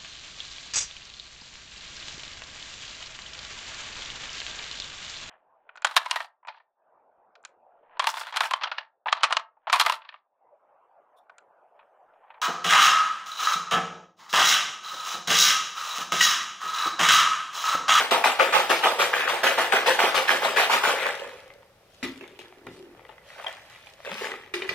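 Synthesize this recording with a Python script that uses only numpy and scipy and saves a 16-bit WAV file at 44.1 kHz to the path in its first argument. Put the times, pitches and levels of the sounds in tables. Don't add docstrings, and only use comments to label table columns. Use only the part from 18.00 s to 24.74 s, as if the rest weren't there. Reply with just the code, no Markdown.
import sys
import numpy as np
from scipy import signal
from scipy.fft import rfft, irfft, next_fast_len
from scipy.io import wavfile
from scipy.ndimage import map_coordinates

SR = 44100
rng = np.random.default_rng(int(sys.argv[2]) if len(sys.argv) > 2 else 0)


def generate_wav(signal):
    frames = np.transpose(np.atleast_2d(signal))
    scaled = np.clip(frames, -1, 1) * 32767
    pcm = np.round(scaled).astype(np.int16)
    wavfile.write(sys.argv[1], SR, pcm)


N = 297359
T = np.arange(N) / SR

# [first ice knock t/s, knock level/dB, stroke level/dB, belly over stroke level/dB,
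# spray over stroke level/dB, favoured f/Hz, rise t/s, hold t/s]
SHAKE_STROKES = [(-0.02, -60, -18.5, -4, -10, 1380, 0.0028, 0.012),
                 (0.11, -15.5, -20, -1.5, -9, 900, 0.00077, 0.018),
                 (0.241, -8, -19.5, -4, -10, 890, .002, .028),
                 (0.397, -3, -21, -4.5, -12, 520, 0.0055, 0.031),
                 (0.533, -14, -21, -2.5, -7.5, 824, 0.0061, 0.042),
                 (0.698, -18.5, -21.5, -1.5, -7.5, 443, 0.0034, .02),
                 (0.839, -8, -21.5, -2, -9, 894, 0.0083, 0.03),
                 (0.999, -12, -20.5, -4, -8, 505, 0.0099, 0.034),
                 (1.133, -14, -25.5, -7, -13.5, 1600, 0.0035, 0.073),
                 (1.277, -14, -26, -3, -11, 840, 0.0035, 0.036),
                 (1.435, -10.5, -21, -5, -8.5, 1580, 0.0021, 0.044),
                 (1.587, -17, -21, -3, -9.5, 880, 0.0091, 0.023),
                 (1.723, -6.5, -21, -5.5, -13, 1500, 0.0028, 0.046),
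                 (1.868, -15.5, -20, -2.5, -7, 1610, 0.0061, 0.026),
                 (1.991, -5, -22, -4, -10.5, 856, 0.002, 0.064),
                 (2.146, -12.5, -21, -3.5, -9.5, 494, 0.0021, 0.027),
                 (2.283, -10.5, -22, -5.5, -10, 1660, .005, 0.041),
                 (2.437, -15, -23, -2.5, -10.5, 530, 0.014, 0.036),
                 (2.572, -6.5, -19.5, -6.5, -9, 1550, 0.0084, 0.049),
                 (2.705, -14, -20.5, -5, -9.5, 940, 0.0082, 0.049),
                 (2.839, -18, -22.5, -3.5, -10, 1410, 0.0049, 0.062)]
# [t/s, level/dB, spray over it level/dB]
SLOSH_LEVELS = [(2.9, -29, -7), (2.97, -27, -15), (3.081, -24.5, -17.5), (3.16, -39, -10),
                (3.242, -40, -13.5), (3.42, -51.5, -10), (3.75, -71.5, -15), (3.939, -68, 2.5),
                (4.101, -54, -5.5), (4.6, -61.5, -16), (4.74, -60.5, 2.5), (4.88, -60.5, -14),
                (5.13, -57.5, -22), (5.22, -64, -12), (5.27, -54.5, -4.5), (5.42, -42.5, -14),
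                (5.62, -53, -7.5), (5.97, -62, -6), (6.12, -39.5, -10.5), (6.25, -33.5, -8),
                (6.51, -58, -15.5), (6.74, -45, -5)]
# [t/s, level/dB, spray over it level/dB, t60/s]
ICE_LURCHES = [(4.03, -35.5, -4, 0.28), (4.21, -46, -24, 0.39), (4.39, -44, -8, 0.31),
               (4.668, -46, -24, 0.21), (5.091, -46.5, -31, 0.24), (5.466, -36, -16, 0.36),
               (5.70, -48.5, -9.5, 1), (5.86, -49.5, -4, 0.26), (6.049, -33.5, -19, 0.41),
               (6.538, -35, -7.5, 0.5), (6.619, -35, -25, 0.3), (6.692, -30.5, -15.5, 0.22)]
# [t/s, air f/Hz, gulps over slosh level/dB, wall f/Hz]
BOTTLE_TILT = [(2.9, 545, -5.5, 1800), (3.1, 522, -6.5, 1790), (3.229, 484, 2.5, 1600), (4.0, 577, 2, 1800),
               (4.04, 323, 7, 2270), (4.4, 364, 5, 2460), (4.62, 350, 12.5, 1590), (4.88, 315, 15.5, 1800),
               (5.13, 564, -3, 1670), (5.5, 606, -5, 1760), (5.75, 590, -13, 2280), (6.06, 558, 0, 2120),
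               (6.14, 494, -2.5, 1730), (6.25, 414, 2.5, 1670), (6.74, 376, -0.5, 2280)]
# [t/s, level/dB, f/Hz]
ICE_KNOCKS = [(0.258, -6, 866), (0.403, -7.5, 1340), (0.602, -8.5, 850), (0.708, -5.5, 700),
              (0.858, -4, 860), (1.019, -8.5, 860), (1.138, -4.5, 1660), (1.467, -6.5, 1560),
              (2.002, -5.5, 870), (2.011, -20, 780), (2.292, -4, 1610), (2.304, -4.5, 1620),
              (2.852, -5.5, 1530), (2.893, -9, 1200), (3.038, -13, 1880), (3.503, -29, 2100),
              (3.63, -42, 920), (4.21, -32.5, 2660), (4.241, -29, 2260), (4.392, -36, 2590),
              (4.525, -33, 746), (4.67, -27, 1310), (4.949, -37, 748), (4.994, -33, 780),
              (5.051, -31, 1950), (5.093, -33, 845), (5.181, -31, 1980), (5.303, -30, 1920),
              (5.398, -28, 1230), (5.445, -24, 875), (5.464, -20, 725), (5.467, -17, 3200),
              (5.703, -35, 1970), (5.87, -34, 2450), (6.003, -31, 670), (6.05, -43, 2030),
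              (6.244, -19, 1600), (6.269, -18, 1970), (6.318, -15.5, 1930), (6.339, -21, 1230),
              (6.436, -31, 1930)]
# [t/s, level/dB, pop over it level/dB, pop f/Hz, rattle tail over it level/dB]
CAP_HITS = [(4.0279, -20, 0.5, 252.4, -13.5), (4.0428, -24, 5, 270, -20), (4.6692, -31, -15, 418, -30),
            (4.7965, -42, 6.5, 382, -29), (6.539, -14, -10, 357, -17.5), (6.6201, -16, -11, 382, -26),
            (6.6911, -13, -33, 444, -19)]
# [f/Hz, level/dB, t60/s]
CAP_MODES = [(1370, -20, .04), (2000, 3, 0.045), (2394, 3.5, 0.03), (2800, -8, .04), (3720, -11, 0.05)]
# [f/Hz, width/Hz, level/dB]
BELLY_MODES = [(381, 48, -6), (489.4, 57, 0.5), (684, 65, -3), (839, 102, 0)]
# [f/Hz, width/Hz, level/dB]
WALL_MODES = [(1270, 248, -3), (1650, 159, -4), (1956, 320, -2), (2460, 317, -2.5), (3224, 690, -9.5)]
# [f/Hz, level/dB]
SPRAY_SPECTRUM = [(1650, -53), (2800, -3), (6970, -17), (8120, -17.5), (9530, -21), (13500, -22),
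                  (15100, -25.5), (16000, -34)]
# [f/Hz, level/dB]
DRIP_SPECTRUM = [(1650, -41), (2800, -1.5), (7070, -14.5), (11000, -20), (14200, -24.5), (16000, -47)]
# [f/Hz, level/dB]
JERK_SPECTRUM = [(15, -68), (25, -23), (49, -16), (157, -10), (270, -0.5), (340, -0.5), (440, -12),
                 (750, -120)]
# [t/s, level/dB, start f/Hz, end f/Hz, length/s]
AIR_BUBBLE = (6.105, -41, 150, 250, .05)
# [t/s, level/dB, t60/s]
DESK_BUMPS = [(4.03, -40.5, 0.16), (4.665, -51, 0.45), (6.688, -44, 0.2)]
# [f/Hz, level/dB]
BUMP_SPECTRUM = [(15, -38), (60, -11), (120, -6), (200, -4), (400, -120)]
# [f/Hz, t60/s]
ROOM_DECAY = [(200, 0.52), (2000, 0.4), (10000, 0.064)]
# [f/Hz, level/dB]
HUSH_SPECTRUM = [(15, -36), (25, -3), (70, -2), (108, 1.5), (270, -9.5), (439, -3), (3080, -18),
                 (5570, -22), (6920, -27), (14000, -27.5), (16000, -36.5)]
# [f/Hz, level/dB]
SIDE_GAIN = [(40, -21), (120, -21), (250, -18), (700, -7), (1500, -6.5), (3500, -0.5), (6000, 0)]

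LEAD_RISES = 1.68
RUNOFF_S, RUNOFF_S_PER_DB = 0.42, 0.0392
FIRST_HZ, FIRST_PULL = 1693, 0.158
HUSH_DB = -61
TOP_HZ = 15850


def shaking():
    power, focus_hz = np.zeros((3, N)), np.zeros(N)
    slow = np.array([[1], [1], [1.3]])
    for s, _, db, belly_db, spray_db, hz, rise, hold in SHAKE_STROKES:
        s -= LEAD_RISES * rise
        a = max(round(s * SR), 0)
        t = T[a:][:SR // 2] - s
        t60 = RUNOFF_S - RUNOFF_S_PER_DB * (db + 22)
        build = 1 - np.exp(-np.abs(t / rise / slow ** 2))
        runoff = amp(-60 * np.clip(t - hold, 0, None) / t60 / slow)
        level = amp(db + np.array([[belly_db], [0], [spray_db]]))
        power[:, a:][:, :SR // 2] += (level * build * runoff) ** 2
        focus_hz[a:] = hz
    belly, wall, spray = np.sqrt(power)

    lumps = amp(0.46 * map_coordinates(rng.standard_normal(600), [T * 70]))
    knocks = rattle(900, spread_db=1.0, wash=0.77)
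    low_hz = np.where(focus_hz < 1050, focus_hz, 484)
    high_hz = np.where(focus_hz < 1050, 1250, focus_hz)
    base = 1.21 * clacks(count=900, t0=0, t1=3.4, modes=BELLY_MODES, focus_hz=low_hz,
                         share=0.32, spread_db=3.5, scatter=0.034, longest=0.033)
    lid = 0.77 * clacks(count=1800, t0=0, t1=3.4, modes=WALL_MODES, focus_hz=high_hz,
                        share=0.4, spread_db=0.5, scatter=0.012, longest=0.018)
    base = base + 0.55 * unit(resonant(knocks, BELLY_MODES))
    lid = lid + 0.55 * unit(resonant(knocks, WALL_MODES))

    fizz = droplets(spray, SPRAY_SPECTRUM, spread_db=3)
    jerk = unit(coloured(rng.standard_normal(N), JERK_SPECTRUM))
    fizz[0] += amp(-24.5) * belly * jerk
    return lumps * (belly * base + wall * lid), fizz


def sloshing():
    s, level_db, spray_db = np.transpose(SLOSH_LEVELS)
    tilt_s, air_hz, air_db, wall_hz = np.transpose(BOTTLE_TILT)
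    power = amp([np.interp(T, s, level_db), np.interp(T, s, level_db + spray_db)]) ** 2
    for at, db, wet_db, t60 in ICE_LURCHES:
        a = round(at * SR)
        t = T[a:][:SR // 2] - at
        power[:, a:][:, :SR // 2] += amp(db + np.array([[0], [wet_db]]) - 60 * t / t60) ** 2
    level, spray = np.sqrt(power)
    fade_in = np.clip((T - s[0]) / 0.16, 0, 1)

    modes = BELLY_MODES[3:] + WALL_MODES
    lap = rattle(440, spread_db=6, wash=0.16)
    slide = clacks(count=2400, t0=2.9, t1=6.72, modes=modes, focus_hz=np.interp(T, tilt_s, wall_hz),
                   share=0.6, spread_db=2, scatter=0.257, longest=0.049)
    wall = level * (0.64 * slide + 0.44 * unit(resonant(lap, modes)))
    gulps = clacks(count=600, t0=2.9, t1=6.72, modes=[(420, 55, 0)], focus_hz=np.interp(T, tilt_s, air_hz),
                   share=0.97, spread_db=1.5, scatter=0.073, longest=0.07)
    gulps *= level * amp(np.interp(T, tilt_s, air_db))
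    return fade_in * (wall + gulps), droplets(fade_in * spray, DRIP_SPECTRUM, spread_db=12)


def ice():
    first = [(s, db, FIRST_HZ * (hz / FIRST_HZ) ** FIRST_PULL)
             for s, db, *_, hz, rise, hold in SHAKE_STROKES if s > 0]
    s, db, hz = np.transpose(first + list(ICE_KNOCKS))
    taps = np.bincount(np.round(s * SR).astype(int), amp(db + 22), N)
    taps = filtered(taps, lambda f: 1 / (1 + 1j * f / 4500) ** 2)
    ring = rings(s, db - 4, hz, t60=np.full(len(s), 0.02))
    crack = amp(-22) * coloured(taps, DRIP_SPECTRUM)
    return ring + resonant(taps, BELLY_MODES[3:] + WALL_MODES) + crack


def cap():
    hit_s, hit_db, pop_db, pop_hz, tail_db = np.transpose(CAP_HITS)
    hits = rings(hit_s, hit_db + pop_db, pop_hz, t60=np.full(len(hit_s), 0.22))
    hz, mode_db, t60 = np.transpose(CAP_MODES)
    rustle = np.zeros(N)
    for s, db, rattle_db in zip(hit_s, hit_db, tail_db):
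        uneven_db = rng.normal(0, 2.0, len(hz))
        hits += rings(np.full(len(hz), s), db - 11 + mode_db + uneven_db, hz, t60)
        t = np.clip(T - s, 0, None)
        click = amp(db - 23 - 60 * t / 0.0089)
        rustle += (t > 0) * (click + amp(db + rattle_db - 60 * t / 0.17))
    noise = resonant(rng.standard_normal(N), WALL_MODES + [(4860, 1540, -13)])
    return hits + rustle * unit(noise)


def glug():
    s, db, start_hz, end_hz, length = AIR_BUBBLE
    u = np.clip((T - s) / length, 0, 1)
    phase = 2 * np.pi * np.cumsum(start_hz + (end_hz - start_hz) * u) / SR
    return amp(db) * np.sin(np.pi * u) * np.sin(phase)


def desk_bumps():
    push = sum((T > s) * amp(db - 60 * np.abs(T - s) / t60) for s, db, t60 in DESK_BUMPS)
    return push * unit(coloured(rng.standard_normal(N), BUMP_SPECTRUM))


def close_echoes(bottle):
    near, step = np.zeros(N + SR), 2048
    for a in range(0, N, step):
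        piece = bottle[a:a + 2 * step] * np.hanning(2 * step)[:N - a]
        echo = rng.standard_normal(900) * amp(-60 * T[:900] / 0.0093)
        near[a:][:len(piece) + 899] += signal.fftconvolve(piece, echo / np.linalg.norm(echo))
    return near[:N]


def room_tail(bottle):
    hz, t, z = signal.stft(rng.standard_normal((2, SR // 2)), SR, nperseg=128)
    h = signal.istft(z * amp(-60 * t / along(ROOM_DECAY, hz)[:, None]), SR, nperseg=128)[1]
    h /= np.linalg.norm(h, axis=1, keepdims=True)
    return signal.fftconvolve(bottle[None], h, axes=1)[:, :N]


def room_tone():
    return amp(HUSH_DB) * unit(coloured(rng.standard_normal((2, N)), HUSH_SPECTRUM))


def clacks(count, t0, t1, modes, focus_hz, share, spread_db, scatter, longest):
    u, g = rng.random((count, 3)), rng.standard_normal((count, 2))
    s = t0 + (t1 - t0) * u[:, 0]
    hz, width, db = np.transpose(modes)
    weight = np.cumsum(amp(2 * db) * width)
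    pick = np.minimum(np.searchsorted(weight / weight[-1], u[:, 1]), len(hz) - 1)
    favoured = focus_hz[(s * SR).astype(int)] * np.exp(scatter * g[:, 0])
    pitch = np.where(u[:, 2] < share, favoured, hz[pick] + width[pick] * g[:, 0] / 2)
    t60 = np.minimum(np.log(1000) / np.pi / width[pick], longest)
    out = rings(s, spread_db * g[:, 1], pitch, t60)
    return out / np.std(out[int(t0 * SR):int(t1 * SR)])


def droplets(level, spectrum, spread_db):
    fizz = np.array([rattle(3000, spread_db, wash=1.08), rattle(3000, spread_db, wash=1.17)])
    return level * unit(coloured(fizz, spectrum)) * amp([[0], [-4]])


def rattle(per_s, spread_db, wash):
    sizes = amp(spread_db * rng.standard_normal(N)) * rng.choice([-1, 1], N)
    hits = (rng.random(N) < per_s / SR) * sizes
    return unit(hits) + wash * rng.standard_normal(N)


def rings(s, db, hz, t60, attack=0.0003):
    t = np.arange(int(0.7 * SR * t60.max())) / SR
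    decay = amp(db[:, None] - 60 * t / t60[:, None])
    wave = decay * np.sin(2 * np.pi * hz[:, None] * t) * (1 - np.exp(-t / attack))
    at = np.round(s * SR).astype(int)[:, None] + np.arange(len(t))
    return np.bincount(at.ravel(), wave.ravel(), N + SR)[:N]


def resonant(x, modes):
    def response(f):
        return sum((-1) ** k * amp(db) * 1j * f * w / (c * c - f * f + 1j * f * w)
                   for k, (c, w, db) in enumerate(modes))
    return filtered(x, response)


def coloured(x, spectrum):
    return filtered(x, lambda hz: amp(along(spectrum, hz)))


def filtered(x, response):
    m = next_fast_len(N + SR // 2)
    return irfft(rfft(x, m) * response(np.fft.rfftfreq(m, 1 / SR)), m)[..., :N]


def along(points, hz):
    f, v = np.transpose(points)
    return np.interp(np.log(hz + 1), np.log(f + 1), v)


def unit(x):
    return x / np.sqrt(np.mean(x ** 2) + 1e-20)


def amp(db):
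    return 10 ** (np.asarray(db) / 20)


def scene():
    (shake, spray), (slosh, drips) = shaking(), sloshing()
    body = shake + slosh + ice() + cap()
    body = filtered(body, lambda hz: 1 / (1 - 1j * 230 / (hz + 1)) ** 3)
    bottle = body + spray[0] + drips[0] + glug() + desk_bumps()
    room, hush = room_tail(bottle), room_tone()
    mid = bottle + amp(-10.0) * room[0] + hush[0]
    around = close_echoes(bottle) + amp(-13.5) * room[1] + hush[1]
    side = coloured(around, SIDE_GAIN) + spray[1] + drips[1]
    return np.array([mid + side, mid - side]) * amp([[0.4], [-0.4]])


def record(dry):
    lead_s = np.array([[1], [-1]]) * 2.5e-5
    return filtered(dry, lambda hz: (hz < TOP_HZ) * np.exp(2j * np.pi * hz * lead_s))


dry = scene()
out = record(dry)
generate_wav(out)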